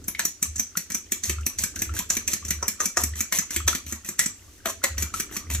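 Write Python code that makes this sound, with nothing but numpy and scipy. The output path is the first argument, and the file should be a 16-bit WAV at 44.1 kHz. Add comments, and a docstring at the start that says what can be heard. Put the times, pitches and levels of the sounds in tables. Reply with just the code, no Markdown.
"""A fork beats an egg in a hand-held metal bowl over a table, in a small room, with one short pause.
Each turn: noise-like contact forces ring the bowl's modes as the tines hit the wall, scrape and knock below.
The egg plops, slurps and squelches: drifting bubble tones and gurgles of narrow-band noise.
Under it: a low two-tone boom, probably the table shaking; a dull rustle, echoes and steady room noise."""
import sys
import numpy as np
from scipy import signal
from scipy.fft import rfft, irfft
from scipy.io import wavfile

SR = 44100
rng = np.random.default_rng(int(sys.argv[2]) if len(sys.argv) > 2 else 0)


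def wav_record(signal):
    """Record a signal, one row per channel, as 16-bit PCM in the file named by sys.argv[1]."""
    frames = np.transpose(np.atleast_2d(signal))
    bounded = np.clip(frames, -1, 1)
    # unit amplitude maps onto the largest positive 16-bit level
    quanta = np.round(bounded * 32767).astype(np.int16)
    wavfile.write(sys.argv[1], SR, quanta)


N = 246959
TIME_S = np.arange(N) / SR

# All event levels are relative: a trim or level_db in the function that sounds them is added.

# Registers of a blow: ring, thud, clank, clatter, tick. Each row: low edge in Hz, high edge in Hz.
REGISTERS_HZ = [(4800, 9000), (140, 380), (500, 1500), (1500, 4800), (9000, 16000)]
# Sound of each register. Each row: trim in dB, left over right in dB, left-right likeness 0-1, decay in s.
VOICING = [(-12.5, -1, 0.71, 0.0071), (-1.5, 1.5, 0.99, 0.0052), (-6.5, 4, 0.76, 0.005),
           (-4.5, 0.5, 0.92, 0.011), (-5, 2.5, 0.3, 0.006)]
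# Modes of bowl and fork, damped by hand and egg. Each row: centre in Hz, width in Hz, gain in dB.
BOWL_MODES = [(180, 67, 1.5), (210.7, 60.5, 6.5), (334, 20.7, -3.5), (541.6, 39, -8.5), (660, 65, -9.5),
              (786, 13, -17), (944, 65, -10), (1071, 40, -7), (1330, 200, -9.5), (1906, 405, 1.5),
              (2420, 500, -1), (3365, 1380, -5.5), (4260, 570, -7.5), (5170, 120, -9.5), (5910, 140, -2.5),
              (6163, 327, 8), (6600, 170, -9), (6924, 335, 4.5), (7654, 410, 4.5), (9350, 910, -11.5),
              (10870, 990, 1.5), (12230, 680, 2), (13130, 570, 0), (14400, 420, -14)]
# Tines meet the wall, then slide down it. Each row: start in seconds, ring in dB, bite of bare metal in dB,
# clank in dB, clank pitch in Hz, rasp of the slide in dB.
WALL_HITS = [(0.193, -15, -28, -31, 1620, -44), (0.5589, -19, -49.5, -52, 1750, -45),
             (0.9019, -27, -36.5, -44, 2330, -58), (1.236, -13.5, -37.5, -67, 1950, -31.5),
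             (1.5863, -13.5, -37.5, -54, 2300, -30.5), (1.7585, -23.5, -39, -61, 1580, -45),
             (1.938, -32, -46, -48, 1590, -29), (2.101, -8.5, -30.5, -35, 1600, -29.5),
             (2.277, -12, -31, -52, 2250, -29), (2.4494, -22, -43.5, -52, 1050, -40.5),
             (2.6267, -16, -47, -25.5, 1270, -50), (2.803, -11, -40.5, -22.5, 1214, -30.5),
             (2.9707, -9, -34.5, -18.5, 1200, -29), (3.155, -28.5, -45, -71, 1860, -32),
             (3.324, -15.5, -25, -30.5, 2140, -24), (3.5062, -21, -38, -43, 2020, -31.5),
             (3.6777, -7, -22.5, -23, 1330, -31), (3.8639, -34, -42.5, -59, 1300, -37.5),
             (4.047, -31, -42.5, -57, 1860, -38), (4.192, -7.5, -20.5, -34.5, 2000, -30.5),
             (4.657, -21.5, -28.5, -24, 659, -29), (4.8389, -11.5, -22.5, -23, 1910, -39),
             (4.98, -19, -33.5, -40.5, 1900, -32.5), (5.1397, -22, -39.5, -63, 1310, -34),
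             (5.312, -52, -48, -45, 810, -35), (5.501, -29, -35, -38.5, 2670, -30)]
# Fork knocks on the bottom at the end of a turn. Each row: start in seconds, ring in dB, ring pitch in Hz,
# bite of bare metal in dB, clatter in dB.
KNOCKS = [(0.0816, -23.5, 5800, -22.5, -42), (0.252, -11.5, 5870, -22, -36.5),
          (0.4265, -11, 6220, -22.5, -33), (0.5956, -9.5, 5820, -28, -36), (0.771, -14.5, 5850, -23, -34),
          (0.9457, -12.5, 6000, -28.5, -37.5), (1.12, -13.5, 6550, -23, -30.5),
          (1.296, -16, 6600, -27, -27.5), (1.4642, -14.5, 5800, -21.5, -32), (1.6365, -12, 6130, -25, -34),
          (1.8192, -15.5, 6160, -24, -30.5), (1.9897, -17.5, 7400, -25.5, -31.5),
          (2.168, -14, 6070, -29.5, -31), (2.3333, -12.5, 6660, -27, -32.5),
          (2.506, -13.5, 6000, -24, -28.5), (2.6807, -12.5, 5400, -22.5, -32),
          (2.8559, -12.5, 6020, -25.5, -32), (3.036, -12.5, 8000, -22.5, -35),
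          (3.2059, -12.5, 6030, -25, -30.5), (3.3862, -10.5, 6930, -25, -28.5),
          (3.562, -14, 7450, -26.5, -26.5), (3.7493, -18, 6150, -29.5, -31.5),
          (3.9234, -19.5, 6500, -33.5, -39), (4.0877, -19, 7200, -32.5, -41),
          (4.2589, -12.5, 7500, -36, -35), (5.0236, -15, 7000, -27, -33.5),
          (5.1993, -17.5, 5970, -25.5, -30.5), (5.3657, -19.5, 5800, -31, -34),
          (5.5476, -18.5, 6900, -32.5, -34.5)]
# Light extra touches of a tine, most of them during a slide. Each row: start in seconds, ring in dB.
TOUCHES = [(0.041, -34), (0.222, -27), (0.5805, -23), (0.9191, -19.5), (1.254, -20.5), (1.409, -35),
           (1.7907, -20.5), (2.4825, -21), (4.2023, -23)]
# Other registers of a touch, relative to its ring: thud, clank, clatter, tick, each in dB.
TOUCH_COLOUR_DB = (-26, -38, -28, -23)
# Air pockets closing in the egg, and pitched knocks of some wall hits.
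# Each row: start in seconds, level in dB, pitch in Hz.
PLOPS = [(0.1489, -26.5, 2080), (0.194, -22.5, 1647), (0.453, -44, 1090), (0.7534, -32.5, 1337),
         (1.384, -36, 1277), (1.6372, -29, 1580), (1.763, -36, 1510), (1.8924, -33, 1290),
         (1.9658, -30.5, 1554), (2.004, -35, 957), (2.0968, -44, 1530), (2.4256, -40.5, 1094),
         (3.1361, -35.5, 1830), (3.4186, -41, 1200), (3.4955, -43, 2000), (3.603, -35.5, 1204),
         (3.729, -25, 1300), (4.602, -50.5, 1500), (5.1394, -23.5, 1257), (5.324, -41, 1780),
         (5.36, -38.5, 1085)]
# Wet sounds between the blows. Each row: time in seconds, level in dB.
CHURN = [(0.0, -61), (0.28, -79), (0.56, -67), (1.31, -56.5), (3.65, -54.5), (4.59, -61), (4.88, -49.5),
         (5.6, -55)]
# Lead of left over right for sound from the bowl. Each row: frequency in Hz, phase in radians.
LEFT_LEAD = [(0, 0.49), (1000, 0.014), (3000, 1.2), (6500, 1.38), (8000, 2), (15000, 1.2)]
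# Decay of the echo. Each row: frequency in Hz, T60 in seconds.
ROOM_T60 = [(150, 0.06), (400, 0.45), (1000, 0.15), (2800, 0.28), (7000, 0.296), (14000, 0.12)]
# Strength of the echo. Each row: frequency in Hz, level in dB.
ROOM_LEVEL = [(200, -2.5), (800, -7), (2500, -2.5), (7000, -5), (14000, -4)]
# Swells of the low boom. Each row: start in seconds, length in seconds, peak in dB.
BOOMS = [(0.443, 0.2, -34.5), (1.272, 0.21, -28), (1.585, 0.076, -37.5), (1.864, 0.13, -29),
         (2.424, 0.25, -34), (2.969, 0.28, -32), (3.543, .23, -30), (3.843, 0.18, -40.5),
         (4.895, 0.22, -29), (5.49, 0.16, -25.5)]
# Low rustle of hands and bowl. Each row: time in seconds, level in dB.
HANDLING = [(0.0, -44), (0.34, -60), (1.2, -52), (1.39, -53.5), (1.78, -42), (2.63, -48.5), (2.84, -56.5),
            (3.18, -50.5), (3.37, -54), (3.79, -46.5), (3.91, -56.5), (4.65, -48), (5.01, -48),
            (5.6, -41.5)]
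# Spectrum of that rustle. Each row: frequency in Hz, relative density in dB.
HANDLING_COLOUR = [(20, -8.5), (55, 3.5), (90, 8.5), (130, -13.5), (300, -5.5), (420, -13), (800, -28.5),
                   (2000, -69)]
# Spectrum of the quiet room. Each row: frequency in Hz, relative density in dB.
FLOOR_COLOUR = [(25, -12), (55, -23), (150, -34), (330, -14), (750, -17), (1700, -15), (4000, -16),
                (6300, -10.5), (9000, -18.5), (15000, -24)]

# Modes favoured by a wall hit (scatter is log-normal), a knock and a touch.
WALL_RING_HZ, WALL_RING_SCATTER = 6260, 0.075
KNOCK_CLANK_DB, KNOCK_CLATTER_HZ = -41.5, 2304
TOUCH_RING_HZ, TOUCH_CLATTER_HZ = 6550, 1700
# Thud grows slowly with bite (wall) or clatter (knock).
WALL_THUD_DB, KNOCK_THUD_DB, USUAL_CLATTER_DB, THUD_DB_PER_DB = -44, -36, -32.5, 0.22
# Tines brush the wall just before a hit; level relative to its ring.
APPROACH_S, APPROACH_DB = 0.011, -32.5
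# Slide: starts this long after the hit, ends at the knock or this long after the hit.
SLIDE_LAG_S, LONGEST_SLIDE_S = 0.0069, 0.06
# A firm hit or a hard slide also grinds the low modes, more so for a low clank.
GRIND_PER_CLANK_DB, GRIND_PER_RASP_DB = -17, -19
GRIND_BELOW_HZ, GRIND_DB_PER_OCTAVE = 1070, 11
# After a knock the fork drags on over the bottom; grind is relative to the rasp.
FOLLOW_THROUGH_S, FOLLOW_THROUGH_DB, FOLLOW_GRIND_DB = 0.045, -41, -12
# In the pause the fork glides lightly through the egg.
STIR_AT_S, STIR_S, STIR_DB = 4.32, 0.3, -56
# Hand effort peaks this long before a knock; PUSH_S is the half-width at 1/e.
PUSH_LEAD_S, PUSH_S = 0.031, 0.042
BOOM_HZ, BOOM_SKEW = 74.7, 0.72  # skew under 1: a swell rises faster than it falls
FLOOR_DB, EDGE_HZ = -55.5, 15400


def amp(db):
    """dB to gain."""
    return 10 ** (np.asarray(db) / 20)


def evened(x):
    """Scales to unit RMS."""
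    return x / np.sqrt(np.mean(x ** 2) + 1e-20)


def read(points, hz):
    """Interpolates a spectrum linearly over log frequency."""
    f, value = np.transpose(points)
    return np.interp(np.log(hz + 1), np.log(f + 1), value)


def level_at(points):
    """Interpolates a level in dB over time."""
    return np.interp(TIME_S, *np.transpose(points))


def add(mix, start_s, sound):
    """Mixes a sound in at start_s."""
    part = mix[:, max(round(start_s * SR), 0):][:, :sound.shape[-1]]
    part += sound[..., :part.shape[1]]


def bandpass(lo_hz, hi_hz, order):
    """Butterworth band-pass sections."""
    return signal.butter(order, [lo_hz, min(hi_hz, SR / 2 - 1)], "band", fs=SR, output="sos")


def band(x, lo_hz, hi_hz, order=3):
    """Causal band-pass."""
    return signal.sosfilt(bandpass(lo_hz, hi_hz, order), x)


def register(x, lo_hz, hi_hz):
    """Zero-delay band-pass with soft edges."""
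    f = np.fft.rfftfreq(x.shape[-1], 1 / SR)
    gain = abs(signal.sosfreqz(bandpass(lo_hz, hi_hz, 3), f, fs=SR)[1])
    return irfft(rfft(x) * gain, x.shape[-1])


def pair(z, likeness):
    """Turns two unrelated signals into a partly alike left and right."""
    c = np.clip(likeness, 0, 1)
    return np.array([z[0], c * z[0] + np.sqrt(1 - c * c) * z[1]])


def noise(colour, likeness):
    """Steady stereo noise of a given spectrum, unit RMS."""
    z = rfft(pair(rng.standard_normal((2, N)), likeness))
    return evened(irfft(z * amp(read(colour, np.fft.rfftfreq(N, 1 / SR))), N))


def resonate(x, hz, width_hz):
    """One damped mode driven by a force."""
    return signal.lfilter(*signal.iirpeak(hz, hz / width_hz, fs=SR), x)


def bowl(x, uneven_db=0):
    """A contact force rings all modes, each more or less as the point of contact changes."""
    shares_db = uneven_db * rng.standard_normal((len(BOWL_MODES),) + x.shape[1:-1] + (1,))
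    return sum(amp(db + share_db) * resonate(x, hz, width_hz)
               for (hz, width_hz, db), share_db in zip(BOWL_MODES, shares_db))


def contacts():
    """Every blow: (s, ring, thud, clank, clatter, tick dB, high mode Hz, low mode Hz), by where it lands."""
    def heavier_db(clatter_db):
        """Extra thud of a louder contact."""
        return THUD_DB_PER_DB * (clatter_db - USUAL_CLATTER_DB)

    ring_hz = WALL_RING_HZ * np.exp(WALL_RING_SCATTER * rng.standard_normal(len(WALL_HITS)))
    walls = [(s, ring, WALL_THUD_DB + heavier_db(bite), clank, bite, bite, high_hz, clank_hz)
             for (s, ring, bite, clank, clank_hz, _), high_hz in zip(WALL_HITS, ring_hz)]
    knocks = [(s, ring, KNOCK_THUD_DB + heavier_db(clatter), KNOCK_CLANK_DB, clatter, bite, hz,
               KNOCK_CLATTER_HZ) for s, ring, hz, bite, clatter in KNOCKS]
    touches = [(s, ring, *(ring + np.array(TOUCH_COLOUR_DB)), TOUCH_RING_HZ, TOUCH_CLATTER_HZ)
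               for s, ring in TOUCHES]
    return walls + knocks + touches


def blows(crack_db=6.5, crack_s=0.00031, high_db=3, low_db=6, sharpness=22, rise_s=0.00046,
          halo_db=-15, halo_s=0.0038, bounce_s=0.00493, bounce_db=-3, uneven_db=4.5):
    """The fork cracks home, bounces and chatters: noise bursts ring the modes, register by register."""
    starts_s, *levels_db, high_hz, low_hz = np.transpose(contacts())
    lead_s, head_s = 0.012, 0.02
    t = np.arange(4096) / SR - lead_s
    after = np.maximum(t, 0)
    bounce_at_s = bounce_s * rng.uniform(0.28, 1.663, (len(starts_s), 1))
    crack = amp(crack_db) * np.exp(-after / crack_s)
    bounce = amp(bounce_db) * np.exp(-abs(t - bounce_at_s) / crack_s)
    halo = amp(halo_db) * np.exp(-abs(t) / halo_s)  # soft noise swells and fades around each crack
    onset = 1 - np.exp(-after / rise_s)
    chatter = rng.standard_normal((len(starts_s), 2, len(t))).swapaxes(0, 1)
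    head = (t > 0) & (t < head_s)
    sounds = 0
    for (lo, hi), (trim_db, side_db, likeness, die_s), db in zip(REGISTERS_HZ, VOICING, levels_db):
        force = halo + (np.exp(-after / die_s) + crack + bounce) * onset
        part = bowl(pair(chatter, likeness) * force, uneven_db)
        # the spot struck favours two modes
        for favoured_hz, boost_db in ((high_hz, high_db), (low_hz, low_db)):
            for k in np.flatnonzero((lo < favoured_hz) & (favoured_hz < hi)):
                hz = favoured_hz[k]
                part[:, k] += amp(boost_db) * resonate(part[:, k], hz, hz / sharpness)
        part = register(part, lo, hi)
        part /= np.sqrt(np.mean(part[..., head] ** 2, axis=2, keepdims=True))
        sides = amp([side_db / 2, -side_db / 2])[:, None, None]
        sounds = sounds + part * amp(db + trim_db)[:, None] * sides
    out = np.zeros((2, N))
    for k, start_s in enumerate(starts_s):
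        add(out, start_s - lead_s, sounds[:, k])
    return out


def slides():
    """Every slide as (start s, length s, rasp gain, grind gain): brush, slide, follow-through, stir."""
    for s, ring_db, _, clank_db, clank_hz, rasp_db in WALL_HITS:
        length_s = min([LONGEST_SLIDE_S] + [knock - s for knock, *_ in KNOCKS if knock > s])
        octaves_below = max(np.log2(GRIND_BELOW_HZ / clank_hz), 0)
        hit_grind_db = clank_db + GRIND_PER_CLANK_DB + GRIND_DB_PER_OCTAVE * octaves_below
        grind = amp(hit_grind_db) + amp(rasp_db + GRIND_PER_RASP_DB)
        yield s - APPROACH_S, APPROACH_S, amp(ring_db + APPROACH_DB), 0
        yield s + SLIDE_LAG_S, length_s - SLIDE_LAG_S, amp(rasp_db), grind
    for s, *_ in KNOCKS:
        yield s, FOLLOW_THROUGH_S, amp(FOLLOW_THROUGH_DB), amp(FOLLOW_THROUGH_DB + FOLLOW_GRIND_DB)
    yield STIR_AT_S, STIR_S, amp(STIR_DB), amp(STIR_DB + FOLLOW_GRIND_DB)


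def scrapes(slips_per_s=450, spread_db=3.5, hiss=0.79, low_hz=3000, top_hz=11500, bright_db=-13,
            level_db=-3, grind_lo_hz=480, grind_hi_hz=1150, snap_db=-7, snaps_per_s=260, swell_db=3):
    """Tines stick and slip: tiny uneven clicks that rasp, and under more pressure grind the low modes."""
    pressure = np.zeros((2, N))  # rows: rasp, grind
    for start_s, length_s, rasping, grinding in slides():
        stroke = signal.windows.tukey(max(round(length_s * SR), 2), 0.3)
        # the rasp swells as the fork gathers speed
        speeding = amp(swell_db * np.linspace(-0.5, 0.5, len(stroke)))
        easing = np.linspace(1.4, 0.5, len(stroke))
        add(pressure, start_s, stroke * np.array([rasping * speeding, grinding * easing]))
    slip_gain = amp(spread_db * np.minimum(rng.exponential(1, N), 2))
    slips = (rng.random(N) < slips_per_s / SR) * slip_gain
    grit = signal.lfilter([1], [1, -0.93], slips)
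    force = (grit + hiss) * pair(rng.standard_normal((2, N)), 0.72)
    wall = bowl(force)
    rasp = evened(band(wall, low_hz, top_hz, order=1) + amp(bright_db) * band(force, 8400, 24000))
    grind = evened(band(wall, grind_lo_hz, grind_hi_hz, order=2))
    # tine tips snap free with thin ticks
    tips = (rng.random(N) < snaps_per_s / SR) * rng.random(N)
    ticks = signal.lfilter([1], [1, -0.93], tips) * rng.standard_normal((2, N))
    snaps = evened(band(ticks, 6500, 15000, order=2))
    return amp(level_db) * (pressure[0] * (rasp + amp(snap_db) * snaps) + pressure[1] * grind)


def bubble(hz, cycles, glide):
    """A pocket of air rings briefly while its pitch drifts up."""
    t = np.arange(2048) / SR
    age = t * hz / cycles
    tone = np.sin(2 * np.pi * hz * t * (1 + glide * np.minimum(age, 4)))
    wave = tone * np.exp(-age) * (1 - np.exp(-4 * age))
    return wave / abs(wave).max()


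def plops(level_db=2.0, cycles=6, glide=0.025, splash=0.29, splash_s=0.0058):
    """Closing air pockets, and the pitched knock of some wall hits: a short gliding tone plus a noise smack."""
    out = np.zeros((2, N))
    for s, db, hz in PLOPS:
        ring = bubble(hz, cycles, glide)
        wet = evened(band(rng.standard_normal(len(ring)), hz * 0.79, hz * 2.3, order=2))
        smack = wet * np.exp(-TIME_S[:len(ring)] / splash_s)
        add(out, s, amp(db + level_db) * (ring + splash * smack))
    return out * amp([[1], [-1]])  # 2 dB to the left


def slurps(level_db=-1, start_hz=1250, scatter=0.13, rise_per_s=3, rise_scatter_per_s=4, width_hz=130,
           length_s=0.046, lag_s=0.023):
    """The furrow behind each hit and knock closes: a gurgle that mostly rises as the hollow shrinks."""
    out = np.zeros((2, N))
    t = np.arange(0, length_s, 1 / SR)
    r = np.exp(-np.pi * width_hz / SR)
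    for s, *_ in [*WALL_HITS, *KNOCKS]:
        rise = rise_per_s + rise_scatter_per_s * rng.standard_normal()
        hz = start_hz * np.exp(scatter * rng.standard_normal() + rise * t)
        z = rng.standard_normal(len(t)) + 1j * rng.standard_normal(len(t))
        flutter = signal.lfilter([1 - r], [1, -r], z)
        gurgle = (flutter * np.exp(2j * np.pi * np.cumsum(hz) / SR)).real
        add(out, s + lag_s, evened(gurgle * np.sin(np.pi * t / length_s)))
    return out * amp(level_db + level_at(CHURN))


def pushes(rest):
    """Effort of the hand: a swell before each knock, over a constant share."""
    return rest + sum(np.exp(-((TIME_S - s + PUSH_LEAD_S) / PUSH_S) ** 2) for s, *_ in KNOCKS)


def squelch(level_db=-4, per_s=150, spread_db=4.0, cycles=5.5, low_hz=1050, high_hz=2900, rest=0.75,
            count=20):
    """Many small bubbles at random instants, as loud as the egg is churned."""
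    out = np.zeros((2, N))
    for hz in np.geomspace(low_hz, high_hz, count):
        pop_gain = amp(spread_db * np.minimum(rng.exponential(1, N), 3))
        pops = (rng.random(N) < per_s / count / SR) * pop_gain
        sides = amp(rng.normal(0, 3.8, (2, 1)))
        out += sides * signal.oaconvolve(pops, bubble(hz, cycles, 0.081))[:N]
    return evened(out) * pushes(rest) * amp(level_db + level_at(CHURN))


def shaking():
    """Envelope of the low boom: one lopsided arch per swell."""
    return sum(amp(db) * np.sin(np.pi * np.clip((TIME_S - s) / length_s, 0, 1) ** BOOM_SKEW)
               for s, length_s, db in BOOMS)


def booms(level_db=2.0, waver=0.0446, upper_hz=97, upper_db=-13, shudder=0.28, shudders_per_s=45):
    """Two low tones swell, beat and die, with random drift in pitch and shudder in level."""
    knots_s = np.arange(0, N / SR, 1 / shudders_per_s)
    drift, push = (np.interp(TIME_S, knots_s, z) for z in rng.standard_normal((2, len(knots_s))))
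    phase_per_hz = 2 * np.pi * np.cumsum(1 + waver * drift) / SR
    wave = np.sin(BOOM_HZ * phase_per_hz) + amp(upper_db) * np.sin(upper_hz * phase_per_hz)
    return amp(level_db) * shaking() * (1 + shudder * push) * wave


def handling(level_db=-3, rest=0.95):
    """Dull noise of the held bowl and sloshing egg, rising with each push of the fork."""
    return noise(HANDLING_COLOUR, 0.89) * pushes(rest) * amp(level_db + level_at(HANDLING))


def room(x, gap_s=0.002, shift_s=0.17, alike_hz=700, count=5):
    """Dense echo, each band dying at its own speed; several random patterns crossfade in steady rotation."""
    out = np.zeros((2, N))
    for k in range(count):
        taps = rng.standard_normal((2, SR // 2)) * (TIME_S[:SR // 2] > gap_s) / np.sqrt(SR)
        hz, t, z = signal.stft(taps, SR, nperseg=256)
        z = pair(z, 1 / (1 + (hz[:, None] / alike_hz) ** 2))  # long waves reach both sides alike
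        t60_s = read(ROOM_T60, hz)[:, None]
        decay = 1000 ** (-t / t60_s) * np.sqrt(2 * np.log(1000) / t60_s)  # scaled to even out the energy
        z = z * decay * amp(read(ROOM_LEVEL, hz))[:, None]
        echo = signal.istft(z, SR, nperseg=256)[1]
        share = np.sin(np.pi / 2 * np.minimum((TIME_S / shift_s - k) % count, 2))
        out += signal.oaconvolve(x * share, echo, axes=1)[:, :N]
    return out


def room_floor():
    """Steady noise of the quiet room."""
    return amp(FLOOR_DB) * noise(FLOOR_COLOUR, 0.2)


def scene():
    """Bowl and egg with the left leading, their echo, then boom, rustle and room noise."""
    near = blows() + scrapes() + plops() + squelch() + slurps()
    lag = np.exp(-1j * read(LEFT_LEAD, np.fft.rfftfreq(N, 1 / SR)))
    near[1] = irfft(rfft(near[1]) * lag, N)
    return near + room(near) + booms() + handling() + room_floor()


def record(dry):
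    """Linear-phase low-pass at EDGE_HZ."""
    lowpass = signal.firwin(141, EDGE_HZ, window=("kaiser", 10), fs=SR)
    return signal.oaconvolve(dry, lowpass[None], "same")


dry = scene()
out = record(dry)
wav_record(out)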